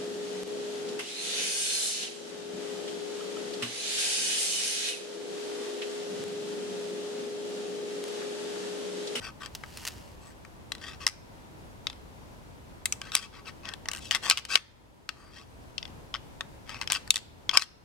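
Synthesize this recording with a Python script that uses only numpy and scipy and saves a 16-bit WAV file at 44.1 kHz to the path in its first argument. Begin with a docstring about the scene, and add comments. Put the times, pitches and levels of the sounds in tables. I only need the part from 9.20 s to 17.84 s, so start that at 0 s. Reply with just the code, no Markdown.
"""A forest floor, a camera's stereo microphone close to someone who sits rattling a pair of deer antlers.
Just to the left, tines clack, bounce and grind along each other in short bouts; the trunks answer faintly.
His jacket rustles and dry leaves crackle as he shifts once, early on. The camera's gain control ducks
the quiet forest air after the hardest blows, whose peaks are limited."""
import sys
import numpy as np
from scipy import signal
from scipy.fft import rfft, irfft, next_fast_len
from scipy.io import wavfile
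from scipy.ndimage import uniform_filter1d, minimum_filter1d, map_coordinates

SR = 44100
rng = np.random.default_rng(int(sys.argv[2]) if len(sys.argv) > 2 else 0)


def log_audio(samples):
    """Write samples as a 16-bit WAV file to the path given in sys.argv[1]."""
    # one column per channel
    frames = np.atleast_2d(samples).T
    # limit to full scale, then quantise
    limited = np.clip(frames, -1, 1)
    pcm = np.round(limited * 32767).astype(np.int16)
    wavfile.write(sys.argv[1], SR, pcm)


N = 381024
SIZE = 8192  # samples in one short sound; T and HZ are its time and frequency grids
T = np.arange(SIZE) / SR
HZ = np.fft.rfftfreq(SIZE, 1 / SR)

# spectrum of bone striking bone: frequency_hz, density_db
BONE_SPECTRUM = [(60, -35), (250, -18), (550, -17.5), (850, -7), (1200, -8), (2000, -5.5), (3000, -4),
                 (4000, -5), (5200, -1.5), (7000, -9.5), (8400, -8.5), (10500, -18), (13000, -22),
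                 (16000, -31)]


def amp(db):
    """Decibels to gain."""
    return 10 ** (np.asarray(db) / 20)


def rms(x):
    """Root mean square."""
    return np.sqrt(np.mean(x ** 2) + 1e-20)


def along(points, hz):
    """A curve of (frequency_hz, value) points, read on a log axis."""
    point_hz, values = np.transpose(points)
    return np.interp(np.log(hz + 1), np.log(point_hz + 1), values)


def wobble(rate_hz):
    """A smooth random curve with rate_hz knots a second."""
    knots = rng.standard_normal(int(N * rate_hz / SR) + 4)
    return map_coordinates(knots, [np.arange(N) * rate_hz / SR])


def filtered(x, response):
    """A whole track through a response given as a function of frequency."""
    size = next_fast_len(N + SR // 2)
    return irfft(rfft(x, size) * response(np.fft.rfftfreq(size, 1 / SR)), size)[..., :N]


def coloured(x, db):
    """A short sound through a causal filter with gain db on the HZ grid."""
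    cepstrum = irfft(np.log(amp(db)))
    cepstrum[1:SIZE // 2] *= 2
    cepstrum[SIZE // 2 + 1:] = 0
    return irfft(rfft(x, SIZE) * np.exp(rfft(cepstrum)))


def bump(hz, octaves):
    """A resonance of height 1 on the HZ grid."""
    return np.exp(-(np.log2(hz / HZ.clip(1)) / octaves) ** 2)


def add(track, start_s, sound):
    """Mix a stereo sound into the track."""
    part = track[:, max(0, round(start_s * SR)):][:, :sound.shape[1]]
    part += sound[:, :part.shape[1]]


def noise_pair(apart, size):
    """White noise at the two microphones, mostly shared."""
    return rng.standard_normal(size) + apart * rng.standard_normal((2, size))


def forest_air(level_db=-51):
    """The distant hush of the forest, wide and slowly wavering."""
    # spectrum of the hush: frequency_hz, density_db
    spectrum = [(12, -42.5), (20, -13), (49, -4.5), (70, -2), (204, -7.5), (277, -9), (388, -12),
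                (759, -15.5), (825, -15.5), (976, -14), (1090, -19.5), (1530, -23), (4180, -31),
                (11800, -38.5), (16000, -45.5)]
    # how alike the two microphones hear it: frequency_hz, correlation
    likeness = [(60, 0.84), (180, -0.18), (550, 0.083), (1650, -0.41), (4970, 0.07), (15000, 0.05)]

    def mid_side_gains(hz):
        """The less alike left and right are, the more goes to the side signal."""
        angle = np.arccos(np.clip(along(likeness, hz), -1, 1)) / 2
        return amp(along(spectrum, hz)) * [np.cos(angle), np.sin(angle)]

    mid, side = filtered(rng.standard_normal((2, N)), mid_side_gains)
    hush = np.array([mid + side, mid - side]) / rms(mid)
    return hush * amp(level_db + .3 * wobble(2.7) + .4 * wobble(9)) * amp([[.6], [-.6]])


def crack(colour_db, t60_s, shudder_db, shudder_t60_s):
    """Bone meets bone: a blow of a few milliseconds and the quick shudder of crowded overtones."""
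    decay = amp(-60 * T / t60_s) + amp(shudder_db - 60 * T / shudder_t60_s)
    onset = 1 - np.exp(-T / .0004)
    burst = coloured(noise_pair(apart=.84, size=SIZE) * decay * onset, colour_db)
    return burst / np.linalg.norm(burst) * np.sqrt(2)


def ringing(scatter_db, detune, damping):
    """The antlers ring; point of contact and grip change the strength and pitch of each mode."""
    # resonances of the antlers: pitch_hz, width_hz, level_db
    resonances = [(1131, 18, 11), (1272, 29, 5), (1541, 14, 11.5), (1856, 120, -3.5), (2307, 20, -8),
                  (2620, 93, -1), (3258, 29, 3.5), (3540, 42, -15), (4760, 57, -7.5), (4850, 62, -30),
                  (5300, 190, -21.5), (6850, 77, -19.5), (7760, 77, -25), (7870, 110, -11),
                  (8730, 550, -27.5)]
    hz, width_hz, db = np.transpose(resonances)[:, :, None]
    strength, shift, phase = rng.standard_normal((3, len(resonances), 1))
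    loss_hz = np.maximum(width_hz * damping, 42)  # held in the hands, no mode rings beyond about 50 ms
    modes = np.sin(2 * np.pi * (hz * (1 + detune * shift) * T + phase)) * np.exp(-np.pi * loss_hz * T)
    ring = np.sum(amp(db + scatter_db * strength) * width_hz * modes, axis=0)
    return ring / np.linalg.norm(ring)


def knock_and_snap(knock_db, snap_db):
    """Heavy beams add knock below the tines' range, hard tips add snap above it."""
    return knock_db * along([(2000, 1), (2600, 0)], HZ) + snap_db * along([(5400, 0), (7800, 1)], HZ)


def scrapes(slips_per_s=380, spread_db=4, points=3):
    """Ridged bone sticks and slips at a few points at once: swells of tiny uneven blows."""
    # tines sliding along each other: start_s, end_s, relative_level_db, knock_db, brightness_db
    slides = [(0, .11, -42, 1, -0.5), (0.195, .285, -43.5, 3.5, 1.5), (0.995, 1.14, -56, 2, 10),
              (1.59, 1.768, -44, -1.5, -1.5), (1.791, 1.861, -44.5, 1, -0.5),
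              (3.821, 3.918, -48.5, 2.5, -1), (3.915, 4.007, -35.5, -5, -1),
              (3.986, 4.075, -43.5, -2.5, -0.5), (4.115, 4.215, -49, 3, -6), (4.247, 4.31, -43, -1, -2),
              (4.419, 4.54, -44, 5.5, -4.5), (4.67, 4.81, -50.5, 6.5, -6.5), (4.781, 4.93, -49, -14.5, 3.5),
              (4.913, 4.974, -33, -7, -9.5), (5.016, 5.103, -31.5, 0, 2.5), (5.09, 5.139, -23.5, -7, -2.5),
              (5.282, 5.39, -26.5, -4, 0.5), (5.916, 6.14, -56, 8.5, 6), (6.106, 6.25, -49.5, -4, -4.5),
              (7.451, 7.62, -46, 2, -3), (7.729, 7.777, -31, -5.5, -3), (8.323, 8.396, -26.5, 2, -2),
              (8.383, 8.446, -29.5, -8, 3.5)]
    track = np.zeros((2, N))
    for start_s, end_s, db, knock_db, bright_db in slides:
        size = round((end_s - start_s) * SR)
        n, travel = np.arange(size), np.linspace(0, 1, size)
        stroke = np.sin(np.pi * travel).clip(0)
        # the echo from the tine's tip shifts as the contact slides, so the colour keeps moving
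        echo_lag = np.interp(travel, [0, 1], rng.uniform(.0003, .0012, 2)) * SR
        for _ in range(points):
            slips = (rng.random(size) < slips_per_s / SR) * amp(spread_db * rng.standard_normal(size))
            slips = slips - .5 * np.interp(n - echo_lag, n, slips, left=0)
            force = slips / rms(slips) * stroke
            bone = crack(along(BONE_SPECTRUM, HZ), t60_s=.0048, shudder_db=-11, shudder_t60_s=.017)
            bone += amp(1.5) * ringing(scatter_db=3, detune=.006, damping=.8)
            bone = coloured(bone, knock_and_snap(knock_db, bright_db - 2))
            grind = signal.fftconvolve(force[None], bone / np.linalg.norm(bone), axes=1)
            add(track, start_s, amp(db + 4) * grind / np.sqrt(points))
    return track


def from_left(x, lead_ms=.027):
    """The antlers are held left of the camera: louder and earlier on that side."""
    # left microphone over right: frequency_hz, difference_db
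    balance = [(200, 2), (1200, 3.5), (2500, 9.5), (4400, 6), (8000, -0.5), (15000, 7)]
    side = np.array([[.5], [-.5]])
    lead_s = side * lead_ms / 1000
    return filtered(x, lambda hz: amp(side * along(balance, hz)) * np.exp(2j * np.pi * hz * lead_s))


def trunk_echoes(x):
    """Scattered echoes from the trees around; the treble dies first."""
    # decay among the trunks: frequency_hz, t60_s
    decay_times = [(300, .5), (1500, 0.97), (5000, 0.66), (9000, 0.28), (15000, .25)]
    hz, t, noise = signal.stft(rng.standard_normal((2, SR)), SR, nperseg=256)
    early, late = amp(7.5 - 60 * t / .25), amp(-60 * t / along(decay_times, hz)[:, None])
    tail = signal.istft(noise * (early + late), SR, nperseg=256)[1]
    tail *= 1 - np.exp(-np.arange(tail.shape[1]) / SR / .0063)
    # the antlers radiate another colour towards each tree, which blurs their pitches in the echo
    sent = x.mean(0) * np.sqrt(2) * np.cos(3 * wobble(600))
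    return signal.fftconvolve(sent[None], tail / np.linalg.norm(tail[0]), axes=1)[:, :N]


def contacts(rebounds=3, firm_db=-22, skitter_s=4.7145, skitter_db=-32):
    """Every touch of tine on tine: blows, their ever weaker rebounds and one skittering tip."""
    # blows: start_s, level_db, tine_hz, beam_hz, knock_db, snap_db, rebound_gap_s (0 for a clean blow)
    blows = [(0.2598, -39, 3140, 1570, 3, 5, 0), (0.4364, -37, 3220, 1680, 18, -1, 0),
             (1.2496, -46.5, 2560, 1800, 9, 0, 0), (1.5194, -28.5, 3800, 1950, 0, 1, .031),
             (1.8664, -16.5, 5260, 2020, -3, 4, .010), (2.6691, -25.5, 3570, 2150, -6.5, -8, .030),
             (3.6565, -22, 3920, 2090, -4, 13, 0), (3.7239, -23, 6100, 2320, -6, 8, 0),
             (3.8154, -33.5, 2990, 1600, 2.5, -1, 0), (3.919, -34.5, 3570, 1680, 3.5, -3.5, 0),
             (3.9516, -15, 3240, 2300, -7.5, 9.5, 0), (3.9652, -25, 4900, 2050, -3, 3, .008),
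             (4.4538, -38.5, 3300, 1160, -3, -7, .020), (4.4891, -35, 3260, 1570, -3, -4, 0),
             (4.5372, -36.5, 3500, 1770, 4, -1, 0), (4.6566, -39, 3050, 900, 8, -5, .020),
             (4.6861, -26, 5700, 2040, 3, 3, 0), (4.9101, -20, 3040, 1900, -3.5, -1, .0075),
             (4.9483, -20.5, 3440, 2030, 0, 2, .007), (5.0986, -12.5, 4350, 2220, -3, 6.5, 0),
             (5.1102, -11.5, 2800, 2300, -2.5, -6, 0), (5.1732, -20, 3080, 2140, -4, 0, .0073),
             (5.2513, -31, 3100, 900, -4, 3, 0), (5.3551, -5.5, 2860, 2200, -3, -3.5, .0184),
             (5.8904, -23.5, 2760, 1600, 1.5, -5.5, 0), (6.5802, -29.5, 3190, 2020, -13, -11, 0),
             (6.6279, -36.5, 3380, 2020, -9, -20, 0), (6.653, -40, 3250, 2000, -2, -9, .025),
             (6.9408, -27.5, 3200, 1380, 1, -12, .008), (7.208, -29, 3550, 1860, 3, -5.5, 0),
             (7.4932, -37.5, 2910, 1270, 4, -1, .010), (7.5446, -39.5, 2560, 1520, 2.5, -10, .0147),
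             (7.6138, -29, 2700, 2050, 1, -3, .009), (7.6742, -30.5, 3230, 2280, -2, -4, 0),
             (7.7007, -26.5, 2600, 1600, 0, -9, .007), (7.7201, -19.5, 3200, 2400, -3, 9, .0098),
             (7.7608, -30, 3220, 1110, 6.5, 1.5, 0), (7.876, -43, 4730, 1860, 9, 8, 0),
             (7.9053, -12.5, 3620, 2180, -16, 7.5, 0), (7.9412, -28, 3150, 1900, -4.5, 6.5, 0),
             (7.9578, -18, 3650, 1930, -6, 4, .010), (8.2929, -18.5, 3250, 930, -3, -8.5, .019),
             (8.3723, -5, 5260, 2310, -6, 1, .0224), (8.421, -19.5, 4070, 1840, -2.5, -0.5, 0)]
    for start_s, db, tine_hz, beam_hz, knock_db, snap_db, gap_s in blows:
        yield start_s, db, tine_hz, beam_hz, knock_db, snap_db
        if gap_s > 0:
            # the longer the tines part and the harder the blow, the more each rebound loses
            loss_db = min(660 * gap_s, 12) + .3 * max(db - firm_db, 0)
            for k in range(1, 1 + rebounds):  # softer touches, with more low knock
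                yield start_s + k * gap_s, db - k * loss_db, tine_hz, beam_hz, knock_db + 3.5, snap_db
    # a tip skitters to rest on the other antler, bouncing ever faster
    tine_hz, beam_hz, knock_db, snap_db = 2900, 1550, 2, 7.5
    for k in range(8):
        flights_s = .019 * .81 ** np.arange(k)
        yield skitter_s + flights_s.sum(), skitter_db - 2.4 * k, tine_hz, beam_hz, knock_db, snap_db


def clacks():
    """Each blow cracks at the pitches of the struck tine and beam and sets both antlers ringing."""
    track = np.zeros((2, N))
    for start_s, db, tine_hz, beam_hz, knock_db, snap_db in contacts():
        peaks_db = 9.9 * bump(tine_hz, octaves=.15) + 9 * bump(beam_hz, octaves=.09)
        # waves running to and fro in the struck tine carve a hollow comb, new for each point of contact
        comb_db = 3 * np.cos(2 * np.pi * (HZ / rng.uniform(600, 1100) + rng.random()))
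        colour_db = along(BONE_SPECTRUM, HZ) + peaks_db + comb_db
        blow = crack(colour_db, t60_s=.007, shudder_db=-17, shudder_t60_s=.038)
        blow += amp(-10.5) * ringing(scatter_db=3.5, detune=.012, damping=.7)
        blow = coloured(blow, knock_and_snap(knock_db, snap_db))
        blow /= rms(blow[:, :310])  # the first 7 ms set the level
        pan_db = rng.normal(0, 1.4)
        add(track, start_s, amp(db - .84) * amp([[pan_db / 2], [-pan_db / 2]]) * blow)
    return track


def jacket_and_leaves(peak_s=.63, peak_db=-49, rise_db_per_s=58, fall_db_per_s=55):
    """The sitter shifts his weight: cloth brushes in fine grains while a few dry leaves snap."""
    # dry leaves breaking under him: start_s, relative_level_db
    leaves = [(0.3506, -22.5), (0.5726, -28), (0.6514, -22), (0.6684, -23), (0.6754, -18), (0.6834, -22)]
    # spectrum of cloth and leaves: frequency_hz, density_db
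    spectrum = [(290, -44), (500, -20.5), (1900, -11), (2230, -15.5), (2810, -7.5), (3650, -14),
                (4600, -9.5), (16000, -25)]
    t = np.arange(N) / SR - peak_s
    swell = amp(peak_db + np.minimum(rise_db_per_s * t, -fall_db_per_s * t))
    grains = amp(3.5 * wobble(1200))
    track = swell * grains / rms(grains) * noise_pair(apart=.53, size=N)
    snap, crumble = amp(-60 * T / .02), amp(-20 - 60 * T / .11)
    for start_s, db in leaves:
        add(track, start_s, amp(db - 6.5) * (snap + crumble) * noise_pair(apart=.25, size=SIZE))
    return filtered(track, lambda hz: amp(along(spectrum, hz)) / rms(amp(along(spectrum, HZ))))


def squeaks():
    """Where the slips of a sliding tip nearly fall into step they give a thin, unsteady tone."""
    # smooth tips whistling faintly: start_s, end_s, first_hz, last_hz, level_db, pitch_scatter_ratio
    whistles = [(5.305, 5.358, 4750, 4950, -28, .025), (5.95, 6.15, 4700, 4730, -59, .03),
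                (5.94, 6.16, 1300, 2100, -60, .2)]
    track, t = np.zeros(N), np.arange(N) / SR
    for start_s, end_s, first_hz, last_hz, db, scatter in whistles:
        travel = np.clip((t - start_s) / (end_s - start_s), 0, 1)
        hz = (first_hz + (last_hz - first_hz) * travel) * (1 + scatter * wobble(900))
        swell = amp(db + 3 * wobble(160)) * np.sin(np.pi * travel)
        track += swell * np.sin(2 * np.pi * np.cumsum(hz) / SR)
    return track


def gain_control(x, threshold_db=-23, recovery_db_per_s=10, slope=.65, attack_s=.006):
    """Loud blows pull the camera's gain down within milliseconds; it creeps back steadily."""
    power = np.abs(uniform_filter1d(np.mean(x ** 2, axis=0), size=440, origin=219))
    wanted_cut_db = slope * np.maximum(10 * np.log10(power + 1e-12) - threshold_db, 0)
    creep_db = recovery_db_per_s * np.arange(N) / SR
    cut_db = np.maximum.accumulate(wanted_cut_db + creep_db) - creep_db
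    pole = np.exp(-1 / (attack_s * SR))
    return x * amp(-signal.lfilter([1 - pole], [1, -pole], cut_db))


def scene():
    """At the microphone: antlers and sitter close by, the trunks and the forest air beyond."""
    antlers = clacks() + scrapes() + squeaks()
    return from_left(antlers) + amp(-18.5) * trunk_echoes(antlers) + jacket_and_leaves() + forest_air()


def record(dry):
    """The camera: gain control, a fast limiter at full scale and a 16 kHz band limit."""
    ducked = gain_control(dry)
    limiter_gain = 1 / np.maximum(np.abs(ducked), 1)
    limited = ducked * uniform_filter1d(minimum_filter1d(limiter_gain, size=45), size=45)
    return filtered(limited, lambda hz: hz < 16000)


dry = scene()
out = record(dry)
log_audio(out)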